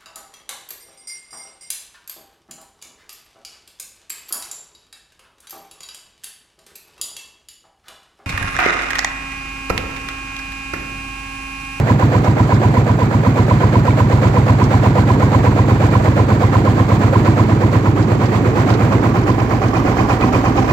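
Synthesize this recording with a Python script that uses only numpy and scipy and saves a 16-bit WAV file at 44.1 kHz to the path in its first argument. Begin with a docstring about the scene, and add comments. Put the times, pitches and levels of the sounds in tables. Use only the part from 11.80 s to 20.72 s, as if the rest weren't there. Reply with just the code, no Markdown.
"""Dull thuds about eight times a second are heard first: a single-cylinder two-stroke diesel tractor ticks over.
Each firing sends swelling and dying tones up the stack, which return from the walls and sheds of a yard.
Higher tones knock at set delays, loose metal pings and rattles, and filtered noise makes the gas rush and hiss.
Noise also drums the engine's flank and rumbles in the yard. The engine slowly gains speed while the listener
starts at the seat and steps down beside the rear wheel."""
import sys
import numpy as np
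from scipy import signal
from scipy.fft import rfft, irfft
from scipy.io import wavfile

SR = 44100
rng = np.random.default_rng(int(sys.argv[2]) if len(sys.argv) > 2 else 0)


def bounce(signal):
    """Save signal as a 16-bit WAV file at the path given by the first command-line argument."""
    frames = np.transpose(np.atleast_2d(signal))
    limited = np.clip(frames, -1, 1)
    pcm = np.round(limited * 32767).astype(np.int16)
    wavfile.write(sys.argv[1], SR, pcm)


N = 393372

# Times when the listener is at each of four places: [t/s]
PLACES_S = [1.2, 4.0, 6.5, 8.2]


def from_db(db):
    """Amplitude ratio: twenty decibels are a factor of ten."""
    return 10 ** (np.asarray(db) / 20)


def at_hz(points, hz):
    """Spectral interpolation: the second column is read linearly against log frequency."""
    points = np.array(points)
    return np.interp(np.log(hz), np.log(points[:, 0]), points[:, 1])


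def bin_hz():
    """Discrete Fourier frequencies in Hz, kept at 1 Hz or more for the logarithm."""
    return np.maximum(np.arange(N // 2 + 1) * SR / N, 1)


def drift(rate_hz):
    """Low-pass random process: two equal poles smooth white noise, scaled to spread 1."""
    pole = np.exp(-2 * np.pi * rate_hz / SR)
    smooth = signal.lfilter([1], [1, -2 * pole, pole * pole], rng.standard_normal(N + SR))
    smooth = smooth[SR:]  # drop the filter's start
    return smooth / smooth.std()


def crank():
    """Kinematics: crank speed integrates to an angle in degrees, and each whole turn fires once."""
    # Crank speed: [t/s, speed/(turns per minute)]
    speed = [(0, 480.83), (2, 487.66), (4, 495.71), (6, 503.31), (7.4, 510.0), (9, 509.37)]
    start_turn = .027  # part of a turn since the last firing at time zero
    lead = SR // 10
    t = np.arange(-lead, N + lead) / SR
    turns = np.cumsum(np.interp(t, *np.transpose(speed))) / 60 / SR
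    turns = turns - turns[lead] + start_turn
    fired = np.interp(np.arange(int(turns[-1]) + 1), turns, t)
    return 360 * turns[lead:lead + N], fired


def gas(colour, gate_db):
    """Turbulence noise: a gate sets its strength, a spectrum its colour; partly coherent pair, rms 1."""
    # Left-right correlation: [f/Hz, correlation]
    likeness = [(60, 0.91), (130, 0.99), (290, 0.87), (640, 0.9), (1400, 0.067), (3100, 0.074), (6800, .12),
                (15000, 0.055)]
    mid, side = rfft(rng.standard_normal((2, N)) * from_db(gate_db))
    alike = np.clip(at_hz(likeness, bin_hz()), 0, 1)
    pair = np.sqrt(1 + alike) * mid + np.sqrt(1 - alike) * side * [[1], [-1]]
    out = irfft(pair * colour, N)
    return out / out.std()


def yard_rumble():
    """Broadband background: low-frequency noise with a slight random modulation."""
    # Rumble spectrum: [f/Hz, relative level/dB]
    rumble_spectrum = [(15, -59.5), (30, -22.5), (50, -9), (110, -6), (160, 3), (250, 4.5), (330, 1.5),
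                       (450, -1), (800, -28), (3000, -110)]
    return gas(from_db(at_hz(rumble_spectrum, bin_hz())), 0.85 * drift(32))


def port_flow(degrees):
    """Periodic flow: crank angle sets the relative strength of rush and hiss in dB."""
    # Gas flow over one turn: [crank angle from firing/degrees, rush level/dB, hiss level/dB]
    port_gates = [(-175, -9.5, -2), (-152, -6, -1.5), (-144, -7, 2.5), (-120, -3, 0.5), (-92, -2, 3),
                  (-78, -3, 2), (-39.5, -3.5, 2.5), (-25, -4, 4), (20, -6.5, 1), (54, -7, 1),
                  (84, -7.5, -1.5), (139, -8.5, -4), (159, -11, -2.5)]
    angle, rush_db, hiss_db = np.transpose(port_gates)
    return [np.interp(degrees, angle, column, period=360) for column in (rush_db, hiss_db)]


def top_hiss(degrees, blow_db, gusts, lumps):
    """Amplitude-modulated noise: a thin treble hiss follows the crank angle and the eddies."""
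    # Top hiss spectrum: [f/Hz, relative level/dB]
    top_spectrum = [(4100, -70), (7100, -40), (8700, -12), (9250, -7), (10100, -5), (10850, -1),
                    (11700, -4), (12700, 0), (13400, -3), (14400, -1), (16100, -2)]
    # Top hiss over one turn: [crank angle from firing/degrees, relative level/dB]
    top_gates = [(-175, -5), (-150, -3), (-140, 0), (-95, -1), (-62, 1.5), (-35, -1), (55, -2), (80, -7),
                 (135, -7), (162, -3)]
    gate_db = np.interp(degrees, *np.transpose(top_gates), period=360)
    gate_db = gate_db + .8 * blow_db + .8 * gusts + 1.5 * lumps
    return gas(from_db(at_hz(top_spectrum, bin_hz())), gate_db)


def port_hiss(hiss_db, blow_db, gusts, lumps):
    """Jet noise: turbulence at the ports hisses with the flow and the eddies."""
    # Hiss spectrum: [f/Hz, relative level/dB]
    hiss_spectrum = [(1010, -58), (1720, -25), (2420, -4.5), (3220, -2.5), (4520, -3.5), (5320, -11.5),
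                     (6320, -9), (7550, -6.5), (8350, -17), (9100, -26.5), (11100, -59), (16100, -87)]
    gate_db = hiss_db + blow_db + 0.79 * gusts + 0.64 * lumps
    return gas(from_db(at_hz(hiss_spectrum, bin_hz())), gate_db)


def port_rush(rush_db, blow_db, gusts, lumps):
    """Flow noise: lower-pitched turbulence at the ports, with a modulation of its own besides the eddies."""
    # Rush spectrum: [f/Hz, relative level/dB]
    rush_spectrum = [(180, -51), (300, -10.5), (462, -16), (502, -6), (545, -8.5), (788, -7.5), (874, -11),
                     (988, -9), (1270, -13.5), (2370, -20), (3500, -40.5), (4550, -66), (7700, -120)]
    gate_db = rush_db + blow_db + 0.56 * gusts + 0.86 * lumps + 0.69 * drift(150)
    return gas(from_db(at_hz(rush_spectrum, bin_hz())), gate_db)


def engine_flank(rush_db, blow_db):
    """Panel resonance: modulated noise drums the engine's flank at its resonant bands."""
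    # Panel resonances: [f/Hz, width at half amplitude/Hz, relative level/dB]
    panel_modes = [(262, 70, -2), (358, 145, -4), (778, 97, -1), (1108, 210, -5), (2610, 120, -24),
                   (3050, 220, -23.5), (5370, 2400, -30)]
    hz = bin_hz()
    panels = sum(from_db(db) / (1 + (2 * (hz - centre) / width) ** 4) for centre, width, db in panel_modes)
    return gas(panels, 0.91 * rush_db + blow_db + 3 * drift(62))


def rattles():
    """Exponential decay: loose parts rattle now and then as dying noise in a band round a pitch."""
    # Rattle events: [t/s, nominal peak level/dB, f/Hz]
    rattle_events = [(0.4429, -32, 4230), (0.7422, -29, 3770), (2.3256, -30, 3680), (2.8384, -26, 4500),
                     (3.034, -32, 3070), (5.4515, -32, 3330), (6.2263, -29.5, 3610), (6.457, -28, 3300),
                     (6.9027, -24, 3210), (6.939, -25, 3600), (7.5153, -30, 3380), (7.8815, -31, 4450),
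                     (8.409, -28, 2800), (8.773, -29, 3120)]
    t60_s = 0.08  # time to fall by 60 dB
    out, t = np.zeros((2, N)), np.arange(SR // 10) / SR
    for s, peak_db, hz in rattle_events:
        band = signal.butter(3, [hz / 1.5, hz * 1.6], "band", fs=SR, output="sos")
        buzz = signal.sosfilt(band, rng.standard_normal((2, len(t))))
        # the initial rms lies 4.5 dB under the nominal peak
        buzz = from_db(peak_db - 4.5 - 60 * t / t60_s) * buzz / buzz.std()
        at = round(s * SR)
        out[:, at:at + len(t)] += buzz[:, :N - at]
    return out


def clatter(fired, blow_db):
    """Damped free vibration: loose metal pings while the ports are open, higher pitches dying faster."""
    # Pings of loose metal: [f/Hz, level/dB]
    ping_levels = [(400, -20), (800, -20), (1300, -25), (2000, -29), (2600, -30), (3500, -44), (5000, -50),
                   (7500, -48)]
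    count, spread_db = 14, 15.0  # pings a firing, full range of their random levels
    damping = 0.42  # decay time in s is this times hz ** -.6
    out = np.zeros((2, N + 2 * SR))
    draws = rng.random((len(fired), count, 4))
    for firing_s, db, pings in zip(fired, blow_db, draws):
        for when, pitch, size, side in pings:
            hz = 400 * 18 ** pitch
            t = np.arange(round(8 * damping * hz ** -.6 * SR)) / SR
            decay = np.exp(-t * hz ** .6 / damping)
            attack = 1 - np.exp(-t * hz)
            ping = np.sin(2 * np.pi * hz * t) * decay * attack
            # squaring crowds the pings towards the early end; one second of margin
            at = round((1 + firing_s - .052 + .085 * when ** 2.0) * SR)
            gain = from_db(at_hz(ping_levels, hz) + db + spread_db * (size - .5))
            pan = [np.cos(3 * side - .7), np.sin(3 * side - .7)]
            out[:, at:at + len(t)] += gain * np.outer(pan, ping)
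    return out[:, SR:SR + N]


def bursts(rows, fired, firing_db, spread_db, jitter_ms):
    """Transient superposition: each firing adds tones that swell and die, random in strength and timing."""
    out = np.zeros(N + 2 * SR)
    for ms, hz, swell_ms, *place_db in rows:
        t = np.arange(round(swell_ms * 18e-3 * SR)) / SR
        u = t * 1000 / swell_ms
        swell = (u * np.e / 2) ** 2 * np.exp(-u)  # reaches 1 at u = 2
        tone = swell * np.sin(2 * np.pi * hz * t)
        level_chance, time_chance = rng.standard_normal((2, len(fired)))
        gains = from_db(np.interp(fired, PLACES_S, place_db) + firing_db + spread_db * level_chance)
        starts_s = 1 + fired + (ms + jitter_ms * time_chance) / 1000  # one second of margin
        starts = np.round(starts_s * SR).astype(int)
        for start, gain in zip(starts, gains):
            out[start:start + len(t)] += gain * tone
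    return out[SR:SR + N]


def metal_knocks(fired, knock_db):
    """Impact excitation: ports, pump and sheet metal knock as short tones at set delays from the firing."""
    # Knocks: [onset from firing t/ms, f/Hz, swell time constant/ms, relative level/dB at four places]
    knock_tones = [(-51, 694, 0.62, -11, -21, -21, -14.5), (-51.5, 1660, 1.2, -24, -27, -32, -30),
                   (-48, 558, 1.3, -16.5, -13, -22.5, -30), (-39.5, 1270, 1.16, -27, -23, -22, -20),
                   (-43, 483, 4.7, -19, -20, -28, -35), (-35, 2450, 3.5, -35, -40, -43, -23),
                   (-32, 209.5, 6.4, -24.5, -24, -18, -23), (-33, 348, 2.5, -23, -34, -13.5, -20),
                   (-39.5, 2000, 2.7, -28, -36, -39, -33), (-28.5, 1500, 1.8, -34, -37, -37, -36),
                   (-34, 2200, 2, -48, -48, -46, -43), (-45.5, 7100, 1.8, -54, -54, -50, -41),
                   (-29.5, 4600, 1.8, -50, -52, -48, -44), (-32.5, 779, 2.5, -27.5, -19, -43, -21),
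                   (-25.5, 990, 3.2, -11.5, -15, -19.5, -21.5), (-25, 1050, 2.7, -27, -15.5, -22.5, -20),
                   (-19, 253.3, 4.4, -15, -17, -28, -17), (-15, 460, 1.16, -16.5, -11, -18.5, -13.5),
                   (-14.5, 310, 5.56, -14.5, -15, -12, -15.5), (-10.5, 225, 1.35, -4, -5, -7, -12),
                   (2, 259.4, 4.7, -31, -23, -27, -19), (12, 245, 3.5, -17, -15, -21.5, -12),
                   (20, 362, 3.5, -30, -36, -19.5, -28), (22.5, 187, 5, -17, -18, -29, -30),
                   (-1.5, 184, 5.4, -16.5, -17.5, -24, -42), (27.5, 330, 1.12, -20, -15, -21, -25),
                   (31, 970, 2.6, -29, -22, -30, -23.5), (52, 210, 10.6, -22, -19.5, -20.5, -39),
                   (54.5, 295, 4.8, -25.5, -16.5, -19, -17)]
    return bursts(knock_tones, fired, knock_db, spread_db=1.1, jitter_ms=0.21)


def stack_thuds(fired, thud_db):
    """Pulse radiation and reflection: low tones leave the stack and return from walls and sheds."""
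    # Pulses and returns: [onset from firing t/ms, f/Hz, swell time constant/ms, relative level/dB at four places]
    pulse_tones = [(-21, 102.5, 12.3, -12.5, -33, -19, -25), (-18.5, 106.5, 5.9, -4.5, -4, -6.5, -10),
                   (-18, 160, 3.2, -16.5, -26, -25, -16.5), (-12.5, 66, 4.7, -21, -20, -30, -44),
                   (-15, 130.3, 26, -27.5, -15.5, -60, -30), (7.5, 115.7, 6.9, -91, -43, -16.5, -15),
                   (10.5, 154.3, 7.8, -11.5, -19.5, -17.5, -36), (14.5, 58, 8.4, -18.5, -15.5, -22.5, -21),
                   (33, 78, 8.4, -26, -24, -38, -45), (35, 117.8, 6.3, -7.5, -7.5, -10.5, -20),
                   (62.5, 104.7, 6.6, -57, -20, -15.5, -22.5), (65, 128.4, 7, -12, -7, -28, -68),
                   (73.5, 80.7, 5.8, -77, -28, -33, -14), (83, 105.4, 11, -36, -14, -16, -11.5)]
    return bursts(pulse_tones, fired, thud_db, spread_db=.7, jitter_ms=.1)


def scene():
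    """Linear superposition: noise, metal and thuds add, then the stereo balance follows the listener."""
    # Noise levels: [t/s, rumble level/dB, rush level/dB, hiss level/dB, flank level/dB, top hiss level/dB]
    noise_levels = [(0, -22, -24, -40, -38, -50.5), (3, -22, -23.5, -39.5, -35.5, -50.5),
                    (5.5, -21.5, -23, -39, -33, -49.5), (6.7, -17.5, -22.5, -39.5, -29.5, -50),
                    (7.7, -21, -22.5, -41, -26, -49), (8.92, -21, -21, -39, -21, -48.5)]
    # Strength of the firings: [t/s, thud level/dB, knock level/dB, gas level/dB], all relative
    firing_strength = [(0, -0.5, 0.3, 1.5), (.9, 0.8, .4, 2), (1.25, -1.5, -2.5, -0.1), (1.6, 0.5, .5, 0.8),
                       (2.5, 1.6, 1.3, 1.5), (3.3, 0.5, 0.8, 1.7), (4.1, -0.5, 1, 1.5), (4.9, 0.4, 1.4, 1),
                       (5.5, 2, 3, 1.6), (6.1, 0.5, 0.7, -.5), (6.55, -0.2, -5, 0), (6.95, 2.5, 0.5, 2.5),
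                       (7.5, 3, 1.5, -0.5), (7.8, 2, -1, -0.2), (8.2, 2, 1, 0.8), (8.6, 1.5, 2.5, .5),
                       (8.92, 1, -1.5, 0.5)]
    # Random spread from firing to firing: [thud level/dB, knock level/dB, gas level/dB]
    uneven_db = [0.3, 0.66, 0.65]
    # Left minus right at each of the four places: [level/dB]
    turn_db = [0, .1, -.6, -.6]
    t = np.arange(N) / SR
    degrees, fired = crank()

    when, *strength = np.transpose(firing_strength)
    uneven = rng.standard_normal((len(fired), 3)) * uneven_db
    thud_db, knock_db, gas_db = [np.interp(fired, when, c) + u for c, u in zip(strength, uneven.T)]
    blow_db = np.interp(t, fired - .02, gas_db)  # glides between firings, 20 ms ahead of them
    rush_db, hiss_db = port_flow(degrees)
    gusts, lumps = drift(24), drift(163)  # eddies shared by rush, hiss and top hiss

    level_s, *levels_db = np.transpose(noise_levels)
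    levels = [from_db(np.interp(t, level_s, column)) for column in levels_db]
    layers = [yard_rumble(),
              port_rush(rush_db, blow_db, gusts, lumps),
              port_hiss(hiss_db, blow_db, gusts, lumps),
              engine_flank(rush_db, blow_db),
              top_hiss(degrees, blow_db, gusts, lumps)]
    noise = sum(level * layer for level, layer in zip(levels, layers))
    metal = rattles() + clatter(fired, gas_db) + metal_knocks(fired, knock_db)
    thuds = stack_thuds(fired, thud_db)
    turn = np.interp(t, PLACES_S, turn_db) / 2
    return (noise + metal + thuds) * from_db([turn, -turn])


def record(dry):
    """Spaced-pair reception: level and arrival time differ by side; peaks are rounded, both ends cut."""
    # Left minus right: [f/Hz, level/dB]
    side_levels = [(60, -2.0), (150, -1.5), (380, -2.0), (600, -3.5), (1200, -6.8), (2380, -5.8),
                   (5980, -6.0), (15000, -4.5)]
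    lag_ms = 0.18  # sound reaches the left microphone first
    cutoff_hz = 15720
    hz = bin_hz()
    shade = at_hz(side_levels, hz) / 2
    lag = np.exp(-2j * np.pi * hz * lag_ms / 1000)
    wet = irfft(rfft(dry) * [from_db(shade), from_db(-shade) * lag], N)
    wet = .98 * wet / (1 + wet ** 4) ** .25  # rounds the peaks
    wet = signal.sosfilt(signal.butter(1, 12, "high", fs=SR, output="sos"), wet)
    return signal.sosfilt(signal.ellip(12, .3, 70, cutoff_hz, fs=SR, output="sos"), wet)


dry = scene()
out = record(dry)
bounce(out)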